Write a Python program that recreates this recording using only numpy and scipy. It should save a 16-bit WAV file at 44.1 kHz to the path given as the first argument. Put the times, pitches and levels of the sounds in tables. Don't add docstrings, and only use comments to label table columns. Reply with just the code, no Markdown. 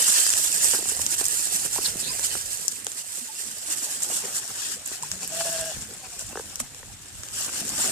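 import sys
import numpy as np
from scipy import signal
from scipy.fft import rfft, irfft
from scipy.io import wavfile
from scipy.ndimage import uniform_filter1d

SR = 44100
rng = np.random.default_rng(int(sys.argv[2]) if len(sys.argv) > 2 else 0)


def put_to_file(sound):
    columns = np.atleast_2d(sound).T
    safe = np.clip(columns, -1, 1)
    whole_steps = np.round(safe * 32767)
    wavfile.write(sys.argv[1], SR, whole_steps.astype(np.int16))


N = 348831
TIME = np.arange(N) / SR
PORT_DELAY_S = .00043

# t/s, angle/rad
FLOCK_BEARING = [(0, 0.91), (.5, 1.04), (2.3, 1.16), (3.4, 1.03), (4.1, 0.77), (4.6, 0.24), (6.4, 0.21),
                 (7.91, 0.31)]


def gain_of(db):
    return 10 ** (np.asarray(db) / 20)


def evened(x):
    return x / np.sqrt(np.mean(x ** 2) + 1e-20)


def follow(rows, t=TIME):
    s, *columns = np.transpose(rows)
    return [np.interp(t, s, c) for c in columns]


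def read(points, hz):
    f, value = np.transpose(points)
    return np.interp(np.log(hz + 1), np.log(f + 1), value)


def add(mix, s, sound):
    part = mix[..., max(round(s * SR), 0):][..., :sound.shape[-1]]
    part += sound[..., :part.shape[-1]]


def coloured(x, db_at):
    size = 4096
    log_gain = np.log(gain_of(db_at(abs(np.fft.fftfreq(size, 1 / SR)))))
    response = np.exp(np.conj(signal.hilbert(log_gain)))
    taps = np.fft.ifft(response).real[..., :size // 2]
    return signal.oaconvolve(np.atleast_2d(x), np.atleast_2d(taps), axes=1)[:, :x.shape[-1]]


def wander(rate_hz, count=N):
    hz = np.fft.rfftfreq(2 * N, 1 / SR)
    slow = rfft(rng.standard_normal(2 * N)) / (1 + (hz / rate_hz) ** 4)
    return evened(irfft(slow)[:count])


def grains(per_s, spread_db):
    size = gain_of(spread_db * np.minimum(rng.exponential(1, N), 4.5))
    sign = rng.choice([-1, 1], N)
    return evened(size * sign * (rng.random(N) < per_s / SR))


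def swells(rows):
    power = np.zeros(N)
    for s, db, length in rows:
        add(power, s - length, gain_of(2 * db) * signal.windows.hann(int(2 * length * SR)))
    return power


def peaks(modes, hz):
    return sum(gain_of(db) / (1 + (2 * (hz - f) / width) ** 2) for f, width, db in modes)


def scattered(x, t60, wet_db):
    t = np.arange(SR // 4) / SR
    tail = rng.standard_normal((2, len(t))) * gain_of(-60 * t / t60)
    tail /= np.linalg.norm(tail, axis=1, keepdims=True)
    return x + gain_of(wet_db) * signal.oaconvolve(x, tail, axes=1)[:, :x.shape[1]]


def diffuse(clicks, t60, wet_db):
    r = np.exp(-2 * np.log(1000) / (t60 * SR))
    power = signal.lfilter([1 - r], [1, -r], clicks ** 2)
    return clicks + gain_of(wet_db) * np.sqrt(power) * rng.standard_normal(clicks.shape)


def dappled(x, depth_db, size, frames_count, bins_count, below_hz=np.inf):
    overlap = size * 3 // 4
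    hz, _, z = signal.stft(x, SR, nperseg=size, noverlap=overlap)
    patches = uniform_filter1d(rng.standard_normal(z.shape[1:]), bins_count, axis=0)
    patches = uniform_filter1d(patches, frames_count, axis=1)
    tint_db = depth_db * evened(patches) / (1 + (hz[:, None] / below_hz) ** 2)
    tinted = signal.istft(z * gain_of(tint_db), nperseg=size, noverlap=overlap)[1]
    return evened(tinted[:, :N])


def leaf_db(hz):
    # f/Hz, level/dB
    dry_leaf = [(100, -38), (300, -11), (700, -11.5), (1050, -10.5), (2000, -13.5), (3000, -7.5),
                (4000, -7.5), (5000, -3.5), (7500, -0.5), (9000, -1), (11000, -3), (14500, -7)]
    # f/Hz, width/Hz, level/dB
    left_port = [(1708, 850, 12), (2220, 400, -7.5), (2710, 680, 5), (4360, 500, 0.5), (5570, 680, 5.5),
                 (7100, 1200, 11), (7980, 430, 3), (11400, 4000, -3), (12600, 1500, 0), (15000, 1400, -22)]
    right_port = [(1800, 4400, -5), (8200, 1980, 10.5)]
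    ports = [sum(db / (1 + (2 * (hz - f) / width) ** 2) for f, width, db in port)
             for port in (left_port, right_port)]
    return read(dry_leaf, hz) + np.array(ports)


def crackle(per_s, spread_db, crush_db, flock_angle):
    crushes_per_s, crush_decay_s = 260, .002
    crush_size = gain_of(crush_db * np.clip(rng.standard_normal(N), -2, 2))
    crushes = crush_size * (rng.random(N) < crushes_per_s / SR)
    crushing = signal.lfilter([1], [1, -np.exp(-1 / (crush_decay_s * SR))], crushes ** 2)
    cracks = grains(per_s, spread_db) * np.sqrt(crushing / crushing.mean() + 3.0)

    angle = follow(FLOCK_BEARING)[0] + flock_angle * rng.standard_normal(N)
    lag = np.round(PORT_DELAY_S * SR * np.sin(angle)).astype(int)
    arrival = np.clip(np.arange(N) + lag, 0, N - 1)
    pair = np.array([np.bincount(arrival, cracks, N), cracks])
    pair = diffuse(pair, t60=.022, wet_db=-5.5)
    return dappled(coloured(pair, leaf_db), depth_db=1.5, size=256, frames_count=10, bins_count=5)


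def leaves():
    # t/s, relative level/dB
    shuffling = [(0, -18), (.25, -20), (.34, -24), (.85, -28.5), (1.06, -30), (1.28, -29), (1.42, -27),
                 (1.95, -32.5), (2.15, -28), (2.9, -37.5), (3.6, -34), (4.2, -32.5), (4.9, -40), (5.1, -37),
                 (5.27, -35.5), (5.52, -26.5), (5.9, -42.5), (6.35, -38), (7.0, -46.5), (7.28, -40.5),
                 (7.5, -35), (7.91, -25)]
    # middle t/s, relative level/dB, half-height length/s, coarse part against level/dB
    steps = [(0.128, -16, 0.017, -8), (0.17, -29.5, 0.037, 18), (0.384, -16.5, 0.032, -19),
             (0.453, -16.5, 0.039, -25), (0.56, -21, 0.078, -15), (0.646, -14.5, 0.035, -5),
             (0.707, -17, 0.12, -5), (0.907, -21, 0.053, -12), (1.018, -21, 0.025, -10),
             (1.129, -18.5, 0.034, 1), (1.202, -18.5, 0.026, 1.5), (1.363, -20.5, 0.083, -17),
             (1.547, -17, 0.04, -13), (1.602, -24.5, 0.046, -9), (1.657, -22, 0.018, -10),
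             (1.752, -21.5, 0.056, -8), (1.856, -21, 0.065, 5), (2.009, -22.5, 0.028, -3),
             (2.252, -19.5, 0.025, 5.5), (2.354, -26, 0.087, 6), (2.532, -25.5, 0.045, 3.5),
             (2.72, -27.5, 0.012, 5), (2.995, -29.5, 0.044, 6.5), (3.165, -29.5, 0.12, -13),
             (3.401, -28.5, 0.033, 5), (3.678, -28.5, 0.04, 0), (3.723, -22, 0.033, 3),
             (3.787, -26.5, 0.033, 4), (3.841, -22.5, 0.04, -4), (3.927, -26, 0.059, -4),
             (4.044, -24, 0.028, -16), (4.148, -21.5, 0.092, -15), (4.247, -29.5, 0.015, -5),
             (4.369, -21.5, 0.038, -16), (4.503, -30.5, 0.052, -2), (4.651, -29.5, 0.13, 10),
             (4.729, -28, 0.036, 4.5), (4.878, -32, 0.022, 5), (4.936, -30, 0.052, 7),
             (5.41, -25, 0.03, 7.5), (5.593, -38.5, 0.035, 17.5), (5.729, -40, 0.055, 15),
             (5.826, -35.5, 0.039, 6), (6.21, -31, 0.031, -2), (6.606, -24, 0.014, -13),
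             (7.409, -25.5, 0.1, 4.5), (7.575, -27.5, 0.064, 4.5), (7.694, -25, 0.019, 2),
             (7.815, -23.5, 0.079, 2)]
    # f/Hz, level/dB
    shadow = [(1000, -9), (4000, -5.5), (7000, -8), (8500, -6.5), (11000, -15.5), (15000, -1)]
    crunch = [(150, -1), (500, -17.0), (1500, 4.5), (4500, 7.5), (6000, 1.0), (8000, -7), (15000, -8.5)]  # f/Hz, level/dB

    step_power = swells((s, db, length) for s, db, length, _ in steps)
    coarse_power = swells((s, db + coarse_db, length) for s, db, length, coarse_db in steps)
    shuffle = gain_of(follow(shuffling)[0] + 1.16 * wander(15.0))

    fine = crackle(per_s=6500, spread_db=2.0, crush_db=2.5, flock_angle=.18)
    fine *= np.sqrt(shuffle ** 2 + gain_of(-6.0) * step_power)
    coarse = crackle(per_s=6200, spread_db=2.0, crush_db=-2.0, flock_angle=.3)
    coarse = evened(coloured(coarse, lambda hz: read(crunch, hz)))
    rustle = fine + gain_of(-13.5) * coarse * np.sqrt(coarse_power + 4.4 * shuffle ** 2)
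    tinted = dappled(rustle, depth_db=3.0, size=512, frames_count=8, bins_count=3, below_hz=4900)
    rustle = tinted * rustle.std()

    side_on = coloured(rustle, lambda hz: read(shadow, hz) * np.array([[.7], [-.25]]))
    turned = np.sin(follow(FLOCK_BEARING)[0]) ** 2
    return (1 - turned) * rustle + turned * side_on


def twigs(crack=2.1, ring_db=10.5, ring_octaves=0.42):
    # t/s, level over 4 ms/dB, left minus right/dB, woody body below 5.5 kHz/dB,
    # tearing decay/s, ring f/Hz
    snaps = [(0.2657, -20, 7, 5, .0004, 6600), (0.293, -17, -4, 8, 0.00042, 7050),
             (.303, -17, 3, 7, .0006, 7000), (0.33, -26, 6, 3, .0004, 7200),
             (.337, -19.5, 0, 14, 0.00062, 6640), (0.527, -22.5, -10, -10, .0008, 7240),
             (.7122, -20.5, -6, 2, .0005, 6300), (.8877, -22, -10, -2, .0022, 7400),
             (.9672, -27, -10, -4, .0006, 8200), (.9928, -29, -14, -9, .0002, 12000),
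             (1.0166, -26, -5, 0, .0006, 6600), (1.0645, -16.5, -3, 8, .0009, 6200),
             (1.2152, -28, -10, -6, .0003, 8200), (1.2417, -20.5, -3, 2, .0018, 9500),
             (1.2544, -20.5, -6, -4, .0005, 6800), (1.258, -21, -5, -8, .0004, 7700),
             (1.263, -19, -5, -8, .003, 7000), (1.2836, -21.5, -9, -8, .0009, 9700),
             (1.4547, -26, -10, -4, .0005, 8000), (1.524, -31, -10, -6, .0004, 9300),
             (1.86, -26, 3, -6, .0004, 6000), (1.970, -28, -4, -6, .0003, 7800),
             (2.1947, -24, 1, 2, .0014, 7000), (2.248, -23, -8, -3, .0008, 8000),
             (2.5735, -29, -6, -2, .0006, 7200), (2.6811, -15, 10, -10, .00022, 5400),
             (2.6844, -29.5, 3, -2, .0003, 6500), (2.757, -35, -8, -6, .0004, 8400),
             (2.8465, -32, -13, -6, .0003, 8800), (2.8675, -21.5, 1, 13.5, 0.00086, 7700),
             (2.9175, -29.5, -1, 14, 0.0015, 7040), (3.725, -28.5, -12, -9, 0.00044, 8600),
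             (4.021, -25, -2, -8, .002, 7270), (4.028, -23, -5, -10, 0.003, 7200),
             (4.0341, -20.5, 0, -4, 0.00088, 7500), (4.256, -28, 0, 0, .001, 7200),
             (4.478, -31.5, 5, -2, .0007, 6600), (4.8588, -30, -5, -4, .0005, 9500),
             (4.862, -27, -5, 0, .0006, 7160), (4.8759, -30.5, -7, -3, .0002, 9500),
             (5.0252, -27, 2, 1, 0.0017, 6700), (5.0325, -27, -2, 2, 0.003, 8000),
             (5.116, -21.5, 0, 10, .0007, 6300), (5.2463, -31, -6, -2, .0004, 7200),
             (5.2764, -27, -7, -7, .001, 11000), (5.8215, -31, 0, -2, .0007, 7600),
             (5.9375, -35, 0, 6, .0012, 8000), (6.1933, -28, -2, 4, 0.00072, 7400),
             (6.557, -26, 0, -3, .0011, 6100), (6.601, -24, -4, 8, 0.0027, 10100),
             (6.7467, -36.5, 1, 13, .0011, 6700), (7.2343, -31.5, 2, 24, .0012, 6500),
             (7.2863, -34, 0, 12, .001, 7200), (7.6928, -24.5, -2, -4, .0007, 7300)]
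    out, t = np.zeros((2, N)), np.arange(3000) / SR
    left_lag, level_span = round(PORT_DELAY_S * SR * .6), .004 * SR
    for s, db, pan_db, body_db, tear_s, ring_hz in snaps:
        fibres = rng.standard_normal((2, len(t))) * np.exp(-t / tear_s)
        fibres[:, 0] = crack
        fibres[0] = np.roll(fibres[0], left_lag)

        def snap_db(hz):
            ring = ring_db * np.exp(-(np.log2((hz + 1) / ring_hz) / ring_octaves) ** 2)
            return 0.73 * leaf_db(hz) + ring + body_db / (1 + (hz / 5500) ** 4)

        snap = coloured(fibres, snap_db)
        snap *= np.sqrt(level_span) / np.linalg.norm(snap, axis=1, keepdims=True)
        add(out, s, snap * gain_of(db + np.array([[pan_db], [-pan_db]]) / 2))
    return scattered(out, t60=0.091, wet_db=-10)


def scrapes():
    # start t/s, end t/s, start f/Hz, end f/Hz, half-width/Hz, level/dB
    drags = [(0.24, 0.287, 4770, 5100, 140, -29), (1.843, 1.873, 4700, 4130, 500, -24),
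             (1.986, 2.02, 5100, 4630, 300, -37), (2.011, 2.118, 3800, 4230, 400, -34.5),
             (2.061, 2.128, 2640, 2470, 80, -42), (2.078, 2.123, 4720, 5120, 120, -32.5)]
    out = np.zeros((2, N))
    for start, end, start_hz, end_hz, width_hz, db in drags:
        count = max(int((end - start) * SR), 100)
        turn = np.exp(2j * np.pi * np.cumsum(np.linspace(start_hz, end_hz, count)) / SR)
        noise = rng.standard_normal((2, count)) + 1j * rng.standard_normal((2, count))
        band = signal.lfilter(*signal.butter(2, width_hz, fs=SR), noise)
        add(out, start, gain_of(db) * evened((band * turn).real) * signal.windows.tukey(count, .7))
    return out


def hooves():
    # t/s, peak level/dB, pitch factor, brightness per two octaves above 420 Hz/dB
    knocks = [(.734, -23, 1.22, 0), (0.745, -23, 0.95, 6), (0.786, -31, .96, -8), (0.824, -33, 0.87, -11),
              (.854, -31, 0.91, 3), (0.917, -31.5, 1.02, -8), (.993, -28.5, 0.65, 13),
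              (1.21, -27, 0.96, -6), (1.76, -26, 2.17, -20), (1.781, -24.5, 2.47, -17),
              (1.785, -23, 0.94, -5), (1.952, -31, 0.43, 0), (2.192, -28, 1.1, 8), (2.351, -24, 0.94, 3),
              (2.866, -27, 1.03, 3.5), (4.1, -29, 1.7, -18), (4.118, -32.5, 1.04, -4),
              (4.913, -33.5, 0.82, -6), (5.408, -21.5, 1.98, 0), (5.451, -28.5, 1.44, -12),
              (5.716, -31, 1.75, -20), (5.763, -36, 0.32, 2), (5.817, -35.5, 0.365, -14),
              (6.327, -33.5, 0.7, -1), (6.3542, -22, 0.97, 2), (6.3718, -20, 1.1, 1),
              (6.3945, -24, 1.07, -3), (6.601, -25, 1.5, 2.5), (6.829, -31.5, 1.2, 6),
              (7.479, -32, 0.73, 2), (7.491, -28, 0.93, 25), (7.612, -32, 0.55, -17),
              (7.785, -34, 1.43, -9)]
    # f/Hz, width/Hz, level/dB
    knock_modes = [(400, 151, 6), (743, 187, 2), (1140, 164, -5.5), (1490, 186, -2), (2710, 270, -12.5)]
    sag_cycles = 1.1
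    out, t = np.zeros(N), np.arange(2500) / SR
    for s, db, pitch, bright_db in knocks:
        knock = np.zeros(len(t))
        for hz, width, mode_db in knock_modes:
            f = hz * pitch * rng.uniform(1.0, 1.05)
            age = np.maximum(t - sag_cycles / f, 0)
            envelope = np.exp(-np.pi * width * age) * (1 - np.exp(-age * f))
            gain = gain_of(mode_db + bright_db * np.log2(hz / 420) / 2)
            knock += gain * np.sin(2 * np.pi * f * age) * envelope
        add(out, s, gain_of(db) * knock / abs(knock).max())
    return scattered(np.array([out, out]), t60=0.11, wet_db=-15)


def bleat(depth=0.66, swell_db=4.0, sag=0.027, catch_sag=0.0121, rasp_db=-17):
    # f/Hz, width/Hz, level/dB
    throat = [(660.5, 90, 9.5), (1630, 170, -2), (2790, 300, -6.5), (3380, 300, -11), (5570, 300, -3)]
    # middle t/s, level/dB, half-height length/s
    hums = [(5.035, -52.5, 0.047), (5.155, -45.5, 0.049), (5.23, -47.5, 0.029), (5.315, -47, 0.031)]
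    # t/s, f/Hz
    pitch = [(5.01, 176), (5.07, 146.6), (5.16, 184.8), (5.235, 179), (5.33, 158.7), (5.39, 168.9),
             (5.45, 168.3), (5.55, 164.8), (5.68, 161.7), (5.73, 156)]
    hum_s, open_s, end_s = 5.0, 5.285, 5.724
    opening_s, edge_s = .1, .018
    quaver_hz, catch_s = 13.6, 5.579
    call_db, fade_db_per_s = -35.5, 3
    chest_db, hum_db = -54, -61
    call_rough, call_jitter, hum_rough, hum_jitter = .18, .0045, .4, .04

    t = np.arange(hum_s, end_s, 1 / SR)
    mouth = np.clip((t - open_s) / opening_s, 0, 1)
    cycle = quaver_hz * (t - catch_s) % 1
    catch = np.cos(np.pi * cycle) ** 10
    push = -np.sin(2 * np.pi * cycle) / 2
    jitter = call_jitter * wander(68, count=len(t))
    jitter += (1 - mouth) * hum_jitter * wander(29.3, count=len(t))
    hz = follow(pitch, t)[0] * (1 + jitter - mouth * (sag * push + catch_sag * catch))

    order = np.arange(1, 38)[:, None]
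    partials = np.sin(2 * np.pi * order * np.cumsum(hz) / SR)
    call = evened((partials * (peaks(throat, order * hz) + gain_of(-46) / np.sqrt(order))).sum(0))
    rasp = coloured(rng.standard_normal(len(t)), lambda f: 10 * np.log10(peaks(throat, f)))[0]
    call += gain_of(rasp_db) * evened(rasp)
    voicing = mouth * (1 - depth * catch)
    call *= voicing * gain_of(call_db + swell_db * push - fade_db_per_s * (t - open_s))
    call *= 1 + call_rough * wander(114, count=len(t))

    hum_power = gain_of(2 * hum_db) + (voicing * gain_of(chest_db)) ** 2 + np.interp(t, TIME, swells(hums))
    hum = evened((partials / order ** 2).sum(0) * (1 + hum_rough * wander(25, count=len(t))))
    hum *= np.sqrt(hum_power)

    out = np.zeros(N)
    add(out, hum_s, (call + hum) * np.minimum(np.minimum(t - hum_s, end_s - t) / edge_s, 1))
    return scattered(np.array([out, out]), t60=0.2, wet_db=-20) * gain_of([[.5], [-.5]])


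def blips():
    # middle t/s, f at the middle/Hz, length/s, peak level before roughening/dB
    tones = [(0.023, 170, 0.036, -47), (0.095, 210, 0.044, -43), (2.11, 1016, 0.068, -42),
             (3.228, 244, 0.06, -43), (3.301, 875, 0.052, -43.5), (5.036, 966, 0.012, -28.5),
             (6.616, 238, 0.037, -35)]
    out, rough = np.zeros(N), .15
    for s, hz, length, db in tones:
        u = np.linspace(-.5, .5, int(length * SR))
        phase = 2 * np.pi * np.cumsum(hz * (1 - 0.025 * u)) / SR
        add(out, s - length / 2, gain_of(db) * np.cos(np.pi * u) ** 2 * np.sin(phase))
    out *= (1 + rough * wander(100)) / np.sqrt(1 + rough ** 2)
    return scattered(np.array([out, out]), t60=0.058, wet_db=-12.0)


def far_calls(rough=0.44, sag=0.06):
    # middle t/s, length/s, pitch f at the middle/Hz, level before the fades/dB
    calls = [(5.231, 0.035, 258, -41), (6.049, 0.055, 253, -44.5), (6.137, 0.038, 238, -49)]
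    # f/Hz, width/Hz, level/dB
    far_throat = [(790, 380, 2), (2480, 220, 2), (4500, 360, -3)]
    out = np.zeros(N)
    for s, length, pitch_hz, db in calls:
        u = np.linspace(-.5, .5, int(length * SR))
        pulses = np.diff(np.floor(np.cumsum(pitch_hz * (1 - sag * u)) / SR), prepend=0)
        drive = evened(pulses - pulses.mean()) + rough * rng.standard_normal(len(u))
        voice = coloured(drive, lambda hz: 20 * np.log10(peaks(far_throat, hz)))[0]
        add(out, s - length / 2, gain_of(db) * evened(voice) * np.cos(np.pi * u))
    return scattered(np.array([out, out]), t60=0.18, wet_db=-7.0)


def trample():
    # t/s, level/dB
    trample_level = [(0, -66), (.6, -50), (.85, -43.5), (1.35, -51), (1.9, -45), (3.1, -57), (4.2, -45),
                     (4.6, -51), (5.75, -49.5), (6.0, -51.5), (7.2, -56), (7.55, -46), (7.91, -38)]
    # f/Hz, relative level/dB
    earth_colour = [(40, -43), (90, -7), (190, 3), (330, -0.5), (480, -2.5), (700, -1.5), (1100, -8),
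                    (2500, -7.5), (6000, -63)]
    feet = grains(per_s=1100, spread_db=3.0) * gain_of(2.33 * wander(18.7))
    thuds = diffuse(np.array([feet, feet]), t60=0.1, wet_db=-6)
    thuds = coloured(thuds, lambda hz: read(earth_colour, hz))
    thuds = dappled(thuds, depth_db=4.0, size=1024, frames_count=6, bins_count=4)
    return thuds * gain_of(follow(trample_level)[0])


def air():
    # t/s, level/dB
    breeze = [(.17, -83), (.28, -54.5), (2.2, -51.5), (3.1, -63.5), (5.2, -57.5), (7.91, -50.5)]
    # middle t/s, level/dB
    puffs = [(1.0, -49), (1.97, -50), (2.36, -47), (5.13, -49.5), (5.62, -45), (5.79, -43), (6.262, -47),
             (6.63, -46), (6.92, -47), (7.17, -49), (7.33, -49)]
    # f/Hz, relative level/dB
    breeze_colour = [(10, -26), (30, -3.5), (55, 1), (110, 4), (170, -6.5), (300, -15), (1000, -41)]
    wood_colour = [(30, -37), (120, -7), (400, -0.5), (1600, 6), (4000, 8.5), (9000, -22), (15000, -31)]
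    puff_s = 0.061
    flow = rng.standard_normal((2, N)) + 0.96 * rng.standard_normal(N)
    flow *= gain_of(2.0 * np.array([wander(8.7), wander(11.0)]))
    strength = np.sqrt(gain_of(2 * follow(breeze)[0]) + swells((s, db, puff_s) for s, db in puffs))
    rumble = evened(coloured(flow, lambda hz: read(breeze_colour, hz)))
    rumble = rumble * strength * gain_of([[-1.5], [1.]])
    hush = rng.standard_normal((2, N)) + 0.19 * rng.standard_normal(N)
    hush = evened(coloured(hush, lambda hz: read(wood_colour, hz)))
    return rumble + gain_of(-54) * hush


def scene():
    return (leaves() + twigs() + scrapes() + hooves() + bleat()
            + blips() + far_calls() + trample() + air())


def record(dry):
    edge_hz = 14750
    low_pass = signal.firwin(401, edge_hz, window=("kaiser", 8), fs=SR)
    return signal.oaconvolve(np.clip(dry, -1, 1), low_pass[None], "same", axes=1)


dry = scene()
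out = record(dry)
put_to_file(out)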